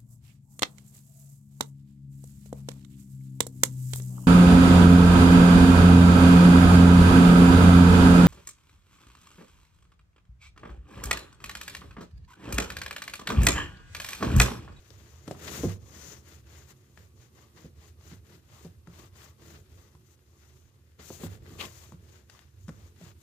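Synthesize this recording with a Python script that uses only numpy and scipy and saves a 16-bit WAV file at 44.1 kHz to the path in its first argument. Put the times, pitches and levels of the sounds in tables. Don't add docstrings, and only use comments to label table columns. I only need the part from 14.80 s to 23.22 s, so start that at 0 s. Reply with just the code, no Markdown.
import sys
import numpy as np
from scipy import signal
from scipy.fft import rfft, irfft, next_fast_len
from scipy.io import wavfile

SR = 44100
rng = np.random.default_rng(int(sys.argv[2]) if len(sys.argv) > 2 else 0)


def inscribe(sig):
    pcm = np.round(np.clip(np.atleast_2d(sig).T, -1, 1) * 32767)
    wavfile.write(sys.argv[1], SR, pcm.astype(np.int16))


N = 371322


def amp(db):
    return 10 ** (np.asarray(db) / 20)


def unit_rms(x):
    return x / np.sqrt(np.mean(x ** 2) + 1e-20)


def unit_peak(x):
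    return x / np.abs(x).max()


def unit_centre(pair):
    return pair / np.sqrt(np.mean(pair.mean(axis=0) ** 2))


def level_curve(rows):
    time_s, level_db = np.transpose(rows)
    return np.interp(np.arange(N) / SR, time_s, level_db)


def at_hz(points, hz):
    point_hz, value = np.transpose(points)
    return np.interp(np.log(np.maximum(hz, 1)), np.log(point_hz), value)


def drift(rate_hz):
    pole = np.exp(-2 * np.pi * rate_hz * 40 / SR)
    noise = rng.standard_normal(N // 40 + 2002)
    slow = signal.lfilter([1], [1, -2 * pole, pole * pole], noise)[2000:]
    return np.interp(np.arange(N) / 40, np.arange(len(slow)), unit_rms(slow))


def ring(drive, hz, t60_s):
    radius, angle = amp(-60 / (t60_s * SR)), 2 * np.pi * hz / SR
    return signal.lfilter([0, np.sin(angle)], [1, -2 * radius * np.cos(angle), radius * radius],
                          drive + 1e-18)


# pitch_hz, left_minus_right_db
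NEAR_SHADE = [(60, -5), (110, -6), (200, -0.5), (380, -1), (700, -0.5), (1290, 2.5), (2380, 5), (4400, 13),
              (8120, 24), (15000, 4.5)]
# pitch_hz, likeness (values below 0 count as 0)
PORT_LIKENESS = [(60, 1), (180, 0.91), (550, 0.71), (1650, -0.26), (4970, 0.59), (15000, -0.54)]
# pitch_hz, level_db
NO_COLOUR = [(20, 0), (20000, 0)]
LEFT_LAG_S = -0.000061


def ports(near, apart, spectrum, shade):
    size = next_fast_len(N)
    hz = np.arange(size // 2 + 1) * SR / size
    alike = np.clip(at_hz(PORT_LIKENESS, hz), 0, 1)
    common = np.sqrt(1 + alike) * rfft(near, size)
    opposed = np.sqrt(1 - alike) * rfft(apart, size)
    tilt = amp(at_hz(shade, hz) / 2)
    lag = np.exp(-2j * np.pi * hz * LEFT_LAG_S)
    left, right = (common + opposed) * tilt * lag, (common - opposed) / tilt
    pair = np.array([left, right]) / np.hypot(tilt, 1 / tilt)
    return irfft(pair * amp(at_hz(spectrum, hz)), size)[:, :N]


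def grit(per_s, spread_db, clump_db):
    sizes = amp(spread_db * np.minimum(rng.exponential(1, (2, N)), 4))
    signs = rng.choice([-1, 1], (2, N))
    caught = rng.random((2, N)) < per_s / SR
    return sizes * signs * caught * amp(clump_db * drift(28.6))


def with_notes(pair, notes, flicker_db, rate_hz):
    flares = 0
    for pitch_hz, level_db, t60_s in notes:
        note = unit_centre(ring(pair, pitch_hz, t60_s))
        flares = flares + amp(level_db + flicker_db * np.tanh(drift(rate_hz))) * note
    return unit_centre(unit_centre(pair) + flares)


# pitch_hz, left_minus_right_db
DIFFUSE_SHADE = [(60, -1), (150, -3.5), (380, -3), (950, -22), (2380, -62), (5980, 9), (15000, -6.5)]
# time_s, level_db
RUMBLE_LEVEL = [(0.0, -60), (0.82, -50), (2.16, -58.5), (4.92, -54.5), (5.27, -60.5), (5.93, -58.5),
                (6.56, -50), (7.48, -57.5), (7.95, -50.5), (8.42, -54.5)]
# (relative, per Hz)
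RUMBLE_COLOUR = [(15, -71), (25, -60), (43, -18), (51, -8), (62, -6), (80, 6.5), (103, -4.5), (135, -2),
                 (151, -25), (180, -70), (230, -58), (400, -120)]


def low_rumble():
    rumble = unit_centre(ports(*rng.standard_normal((2, N)), RUMBLE_COLOUR, DIFFUSE_SHADE))
    return amp(level_curve(RUMBLE_LEVEL) + 1.75 * drift(7.5)) * rumble


# (relative, per Hz)
AIR_COLOUR = [(88, -39), (150, -13), (182, -20), (213, 0), (296, -10.5), (373, 0), (500, -64), (844, -22),
              (1480, -25), (1940, -47), (2500, -24), (2920, -27), (15500, -26)]
AIR_DB = -70.5


def room_air():
    air = unit_centre(ports(*rng.standard_normal((2, N)), AIR_COLOUR, DIFFUSE_SHADE))
    return amp(AIR_DB + 1.9 * drift(4)) * air


WHINE_HZ, WHINE_DB = 1558, -88


def thin_tone():
    return amp(WHINE_DB) * np.sin(2 * np.pi * WHINE_HZ * np.arange(N) / SR) * [[1], [-1]]


# fastest_s (moment of top speed), speed_up_s, slow_down_s,
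# squeak_db (squeaky hiss of the nap), wide_db (hiss above and below the squeak, against its usual share),
# weave_db (scratch on the weave), cloth_db (drumming of the cloth)
STROKES = [(0.2, .4, 0.98, -69, -3, -66.5, -65), (0.52, 0.085, 0.043, -69, 5, -63, -53.5),
           (0.746, .21, 0.16, -49.5, 0, -48, -44), (0.87, 0.066, 0.13, -56.5, -1, -53, -52.5),
           (1.292, 0.33, 0.15, -54.5, -4.5, -58, -55), (1.52, .13, 0.12, -64, -1.5, -61.5, -60.5),
           (1.77, 0.16, .13, -64, -2.5, -62, -60), (1.91, 0.07, 0.027, -63.5, 0, -62.5, -65.5),
           (2.04, 0.3, 0.41, -79.5, -1.5, -79, -69.5), (2.2, 0.074, 0.12, -75, 1, -67.5, -66),
           (2.43, 0.099, 0.08, -70.5, -3.5, -68.5, -65), (2.6, 0.086, .11, -70.5, -2, -65.5, -62.5),
           (2.8, 0.078, .13, -68, -2.5, -62, -58.5), (3.071, 0.14, 0.065, -68, -1, -63.5, -63),
           (3.29, 0.13, 0.13, -67.5, 0.5, -61, -61.5), (3.52, 0.099, 0.11, -70, 1.5, -64, -60),
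           (3.81, 0.21, 0.13, -67.5, -0.2, -64, -63), (4.222, 0.18, .09, -68, 2, -61, -59.5),
           (4.41, 0.1, 0.15, -63.5, .4, -59.5, -61.5), (4.712, 0.17, 0.15, -65.5, 0, -61.5, -56),
           (4.98, 0.17, .24, -73.5, 1.2, -69.5, -64.5), (5.341, 0.14, 0.023, -71, -1.5, -75, -86),
           (5.7, 0.38, 0.31, -73.5, -3, -73.5, -73), (6.211, 0.036, .06, -67, -12, -57.5, -59),
           (6.29, 0.12, 0.18, -55, -0.5, -66.5, -60), (6.44, 0.069, 0.051, -58.5, 6.5, -53.5, -47.5),
           (6.53, 0.15, 0.078, -70, 4.5, -61, -52.5), (6.72, 0.15, 0.17, -75, 6, -62, -52.5),
           (6.819, 0.056, 0.086, -52.5, 1, -48, -44.5), (7.0, 0.42, .2, -61.5, -0.5, -65, -62.5),
           (7.35, 0.19, 0.11, -69.5, -2.5, -66, -61.5), (7.55, 0.1, 0.17, -72.5, -1, -65.5, -69),
           (7.86, .11, 0.18, -71, -3, -81, -79), (8.04, 0.17, 0.11, -72, -1, -66.5, -63.5),
           (8.269, 0.14, 0.08, -65.5, -1, -60.5, -60.5), (8.43, 0.069, .1, -73, 2, -73, -74)]
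NAP_POWER, WEAVE_POWER, CLOTH_POWER = 1.68, 1.6, 1
NAP_REST_DB, WEAVE_REST_DB, CLOTH_REST_DB = -86, -78, -72.5


def strokes():
    t = np.arange(N) / SR
    rest_db = [NAP_REST_DB, NAP_REST_DB, WEAVE_REST_DB, CLOTH_REST_DB]
    speed_law = np.array([NAP_POWER, NAP_POWER, WEAVE_POWER, CLOTH_POWER])[:, None]
    power = amp(rest_db)[:, None] ** 2 * np.ones(N)
    for fastest_s, up_s, down_s, squeak_db, wide_db, weave_db, cloth_db in STROKES:
        start_s, end_s = fastest_s - up_s, fastest_s + down_s
        part = slice(max(round(start_s * SR), 0), round(end_s * SR))
        phase = np.interp(t[part], [start_s, fastest_s, end_s], [-1, 0, 1])
        speed = np.cos(np.pi / 2 * phase).clip(0)
        top_gain = amp([squeak_db, squeak_db + wide_db, weave_db, cloth_db])[:, None]
        power[:, part] += (top_gain * speed ** speed_law) ** 2
    return np.sqrt(power)


# (relative, per Hz)
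NAP_COLOUR = [(2060, -11.5), (3500, -8.5), (4220, -7.5), (5310, -8), (6690, 1), (9070, -12), (14600, -8.5),
              (15500, 17)]
# pitch_hz, level_db (before flicker), t60_s
WHISTLES = [(6300, -15, 0.0051), (7020, -19, 0.0078)]
SQUEAK_HZ = [4830, 7270]


def nap_hiss(squeak_gain, wide_gain):
    hiss = ports(*grit(per_s=14000, spread_db=2.0, clump_db=1.5), NAP_COLOUR, NEAR_SHADE)
    squeak, rest = (signal.sosfilt(signal.butter(3, SQUEAK_HZ, kind, fs=SR, output="sos"), hiss)
                    for kind in ("bandpass", "bandstop"))
    whistling = with_notes(squeak, WHISTLES, flicker_db=10.0, rate_hz=3.7)
    return squeak_gain * whistling + wide_gain * rest / np.std(squeak.mean(axis=0))


# (relative, per Hz)
WEAVE_COLOUR = [(350, -40), (600, -8), (664, -13.5), (902, -12.5), (1240, -10), (1370, -6.5), (1980, -9.5),
                (2620, -11), (5500, -15), (7150, -32), (12100, -120)]
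# pitch_hz, level_db (before flicker), t60_s
GRAIN_NOTES = [(1200, -12, 0.011), (2104, -20, 0.017)]


def weave_scratch(weave_gain):
    weave = ports(*grit(per_s=4000, spread_db=-1.0, clump_db=2.0), WEAVE_COLOUR, NEAR_SHADE)
    return weave_gain * with_notes(weave, GRAIN_NOTES, flicker_db=9.5, rate_hz=4.45)


CRACKLE_PER_S, CRACKLE_DB = 250, -7.5


def paint_crackle(weave_gain):
    crackle = ports(*grit(CRACKLE_PER_S, spread_db=2.5, clump_db=4.0), WEAVE_COLOUR, NEAR_SHADE)
    return weave_gain * amp(CRACKLE_DB) * unit_centre(crackle)


# pitch_hz, level_db (relative), t60_s (each player shortens it)
CANVAS_MODES = [(148, -68, 0.12), (171.4, -0.5, 0.35), (209.3, 1.5, 0.13), (260.5, -2.5, 0.18),
                (345.5, 8, 0.046), (420.6, 5, 0.063), (504, -6, 0.11), (649, -12, 0.61), (790, -28, 0.037),
                (1050, -5, 0.25), (1230, -32, 0.046)]


def cloth_drumming(cloth_gain):
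    shakes = grit(per_s=900, spread_db=3.5, clump_db=-0.44)
    rings = 0
    for pitch_hz, level_db, t60_s in CANVAS_MODES[1:8]:
        mode = np.array([ring(shake, pitch_hz, 0.76 * t60_s) for shake in shakes])
        rings = rings + amp(level_db) * mode / np.sqrt(pitch_hz * t60_s)
    return cloth_gain * unit_centre(ports(*rings, NO_COLOUR, NEAR_SHADE))


def rubbing():
    squeak_gain, wide_gain, weave_gain, cloth_gain = strokes()
    nap = nap_hiss(squeak_gain, wide_gain)
    scratch = weave_scratch(weave_gain)
    return nap + scratch + paint_crackle(weave_gain) + cloth_drumming(cloth_gain)


# start_s, tick_db (bright tick), crack_db, crack_hz (crack pitch),
# thud_db, thud_hz (pitch the thud favours), boom_db (boom of the board); levels before the low cut
KNOCKS = [(0.105, -54, -33, 5000, -49, 433, -39), (0.478, -36, -29, 1160, -31.5, 330, -37.5),
          (0.511, -36, -22.5, 627, -28, 403, -54), (0.549, -59, -38, 1030, -42, 294, -60),
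          (0.835, -59, -38, 800, -17, 326, -13.5), (0.849, -60, -45, 700, -15.5, 184, -15.5),
          (2.175, -48, -36.5, 1830, -54, 153, -40), (2.845, -64, -60, 900, -37, 193, -65),
          (3.316, -63, -48, 880, -39, 156, -37), (3.848, -44.5, -48, 700, -33.5, 258, -39),
          (4.073, -52, -38, 1340, -40.5, 205, -74), (5.151, -58, -47, 1060, -53, 132, -64),
          (6.195, -66, -45, 1020, -46, 374, -61), (6.303, -48, -35, 1050, -31.5, 427, -66),
          (6.435, -48, -31.5, 940, -25.5, 268, -28), (6.465, -57, -38, 800, -48, 180, -44),
          (6.717, -62, -50, 670, -40, 303, -41), (6.807, -35, -31, 3050, -40, 370, -62),
          (6.855, -38, -51, 2600, -39.5, 427, -69), (7.122, -52, -37, 1050, -39, 158, -44),
          (7.498, -41.5, -39, 1660, -64, 300, -51), (7.592, -52, -36, 2980, -60, 175, -64),
          (7.882, -43, -36, 1260, -29.5, 163, -47), (7.892, -47, -31, 1200, -51, 168, -51),
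          (8.213, -56, -41, 554, -43.5, 136, -36.5)]
BOOM_HZ, BOOM_T60_S = 98.8, 0.39
THUD_LENGTH = 0.38
CRUMBLE_CYCLES, CONTACT_CYCLES = 1.49, 0.055
TICK_HZ, TICK_T60_S, CRACK_T60_S = [2000, 7900], 0.035, 0.029


def knocks():
    out, t = np.zeros(N + SR), np.arange(SR // 2) / SR
    click = t == 0
    mode_hz, mode_db, mode_t60 = np.transpose(CANVAS_MODES)[:, :, None]
    luck_db = rng.normal(0, 0.4, (len(KNOCKS), len(CANVAS_MODES), 1))
    noise = rng.standard_normal((len(KNOCKS), 3, len(t)))
    boom = amp(-60 * t / BOOM_T60_S) * np.sin(2 * np.pi * BOOM_HZ * t) * (1 - np.exp(-t / 0.033))
    tick_band = signal.butter(2, TICK_HZ, "band", fs=SR, output="sos")
    for k, (start_s, tick_db, crack_db, crack_hz, thud_db, thud_hz, boom_db) in enumerate(KNOCKS):
        away_db = -13.0 * np.abs(np.log2(mode_hz / thud_hz))
        decay_db = -60 * t / (mode_t60 * THUD_LENGTH)
        modes = amp(mode_db + away_db + luck_db[k] + decay_db) * np.sin(2 * np.pi * mode_hz * t)
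        pushes = noise[k, 0] * t * np.exp(-t * thud_hz / CRUMBLE_CYCLES)
        blow = 2.17 * pushes / np.linalg.norm(pushes) + click
        softness = np.exp(-thud_hz / (CONTACT_CYCLES * SR))
        soft_blow = signal.lfilter([1], [1, -softness], blow)
        thud = signal.fftconvolve(modes.sum(axis=0), soft_blow)[:len(t)]
        crack_drive = noise[k, 1] * amp(-60 * t / CRACK_T60_S) + 16.0 * click
        crack = ring(crack_drive, crack_hz, 4.8 / crack_hz)
        tick = signal.sosfilt(tick_band, noise[k, 2] * amp(-60 * t / TICK_T60_S))
        i = round(start_s * SR)
        out[i:i + len(t)] += (amp(tick_db) * unit_peak(tick) + amp(crack_db) * unit_peak(crack)
                              + amp(thud_db) * unit_peak(thud) + amp(boom_db) * boom)
    low_cut = signal.butter(2, 70, "high", fs=SR, output="sos")
    return signal.sosfilt(low_cut, out[:N])


ROOM_T60_S, ROOM_DB = 0.39, -11.5


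def room(x):
    t = np.arange(round(.4 * SR)) / SR
    tail = rng.standard_normal((2, len(t))) * amp(-60 * t / ROOM_T60_S) * (t > .004)
    unit_tail = tail / np.sqrt((tail ** 2).sum(axis=1, keepdims=True))
    return signal.fftconvolve(x[None], unit_tail, axes=1)[:, :N]


# time_s, level_db
SCRAPE_LEVEL = [(6.77, -83), (6.8, -44), (6.812, -40.5), (6.858, -52), (6.88, -72), (6.92, -75)]
# (relative, per Hz)
SCRAPE_COLOUR = [(1200, -34), (2000, -2), (2550, 6), (3200, 5), (4400, -3), (5400, -26)]


def scrape():
    t = np.arange(N) / SR
    slips = ports(*grit(per_s=1400, spread_db=-3.5, clump_db=-4.0), SCRAPE_COLOUR, NEAR_SHADE)
    dragging = (t > SCRAPE_LEVEL[0][0]) * (t < SCRAPE_LEVEL[-1][0])
    return amp(level_curve(SCRAPE_LEVEL)) * dragging * unit_centre(slips)


def scene():
    blows = knocks()
    echo = amp(ROOM_DB) * room(blows)
    heard = ports(blows + echo[0], 1.8 * echo[1] + 0.24 * blows, NO_COLOUR, NEAR_SHADE)
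    return rubbing() + scrape() + heard + low_rumble() + room_air() + thin_tone()


HISS_DB = -80.5
BASS_CUT_HZ, TOP_CUT_HZ = 52, 15800


def record(dry):
    hissing = dry + amp(HISS_DB) * rng.standard_normal(dry.shape)
    thin = signal.sosfilt(signal.butter(4, BASS_CUT_HZ, "high", fs=SR, output="sos"), hissing)
    return signal.sosfilt(signal.cheby2(14, 70, TOP_CUT_HZ, fs=SR, output="sos"), thin)


dry = scene()
out = record(dry)
inscribe(out)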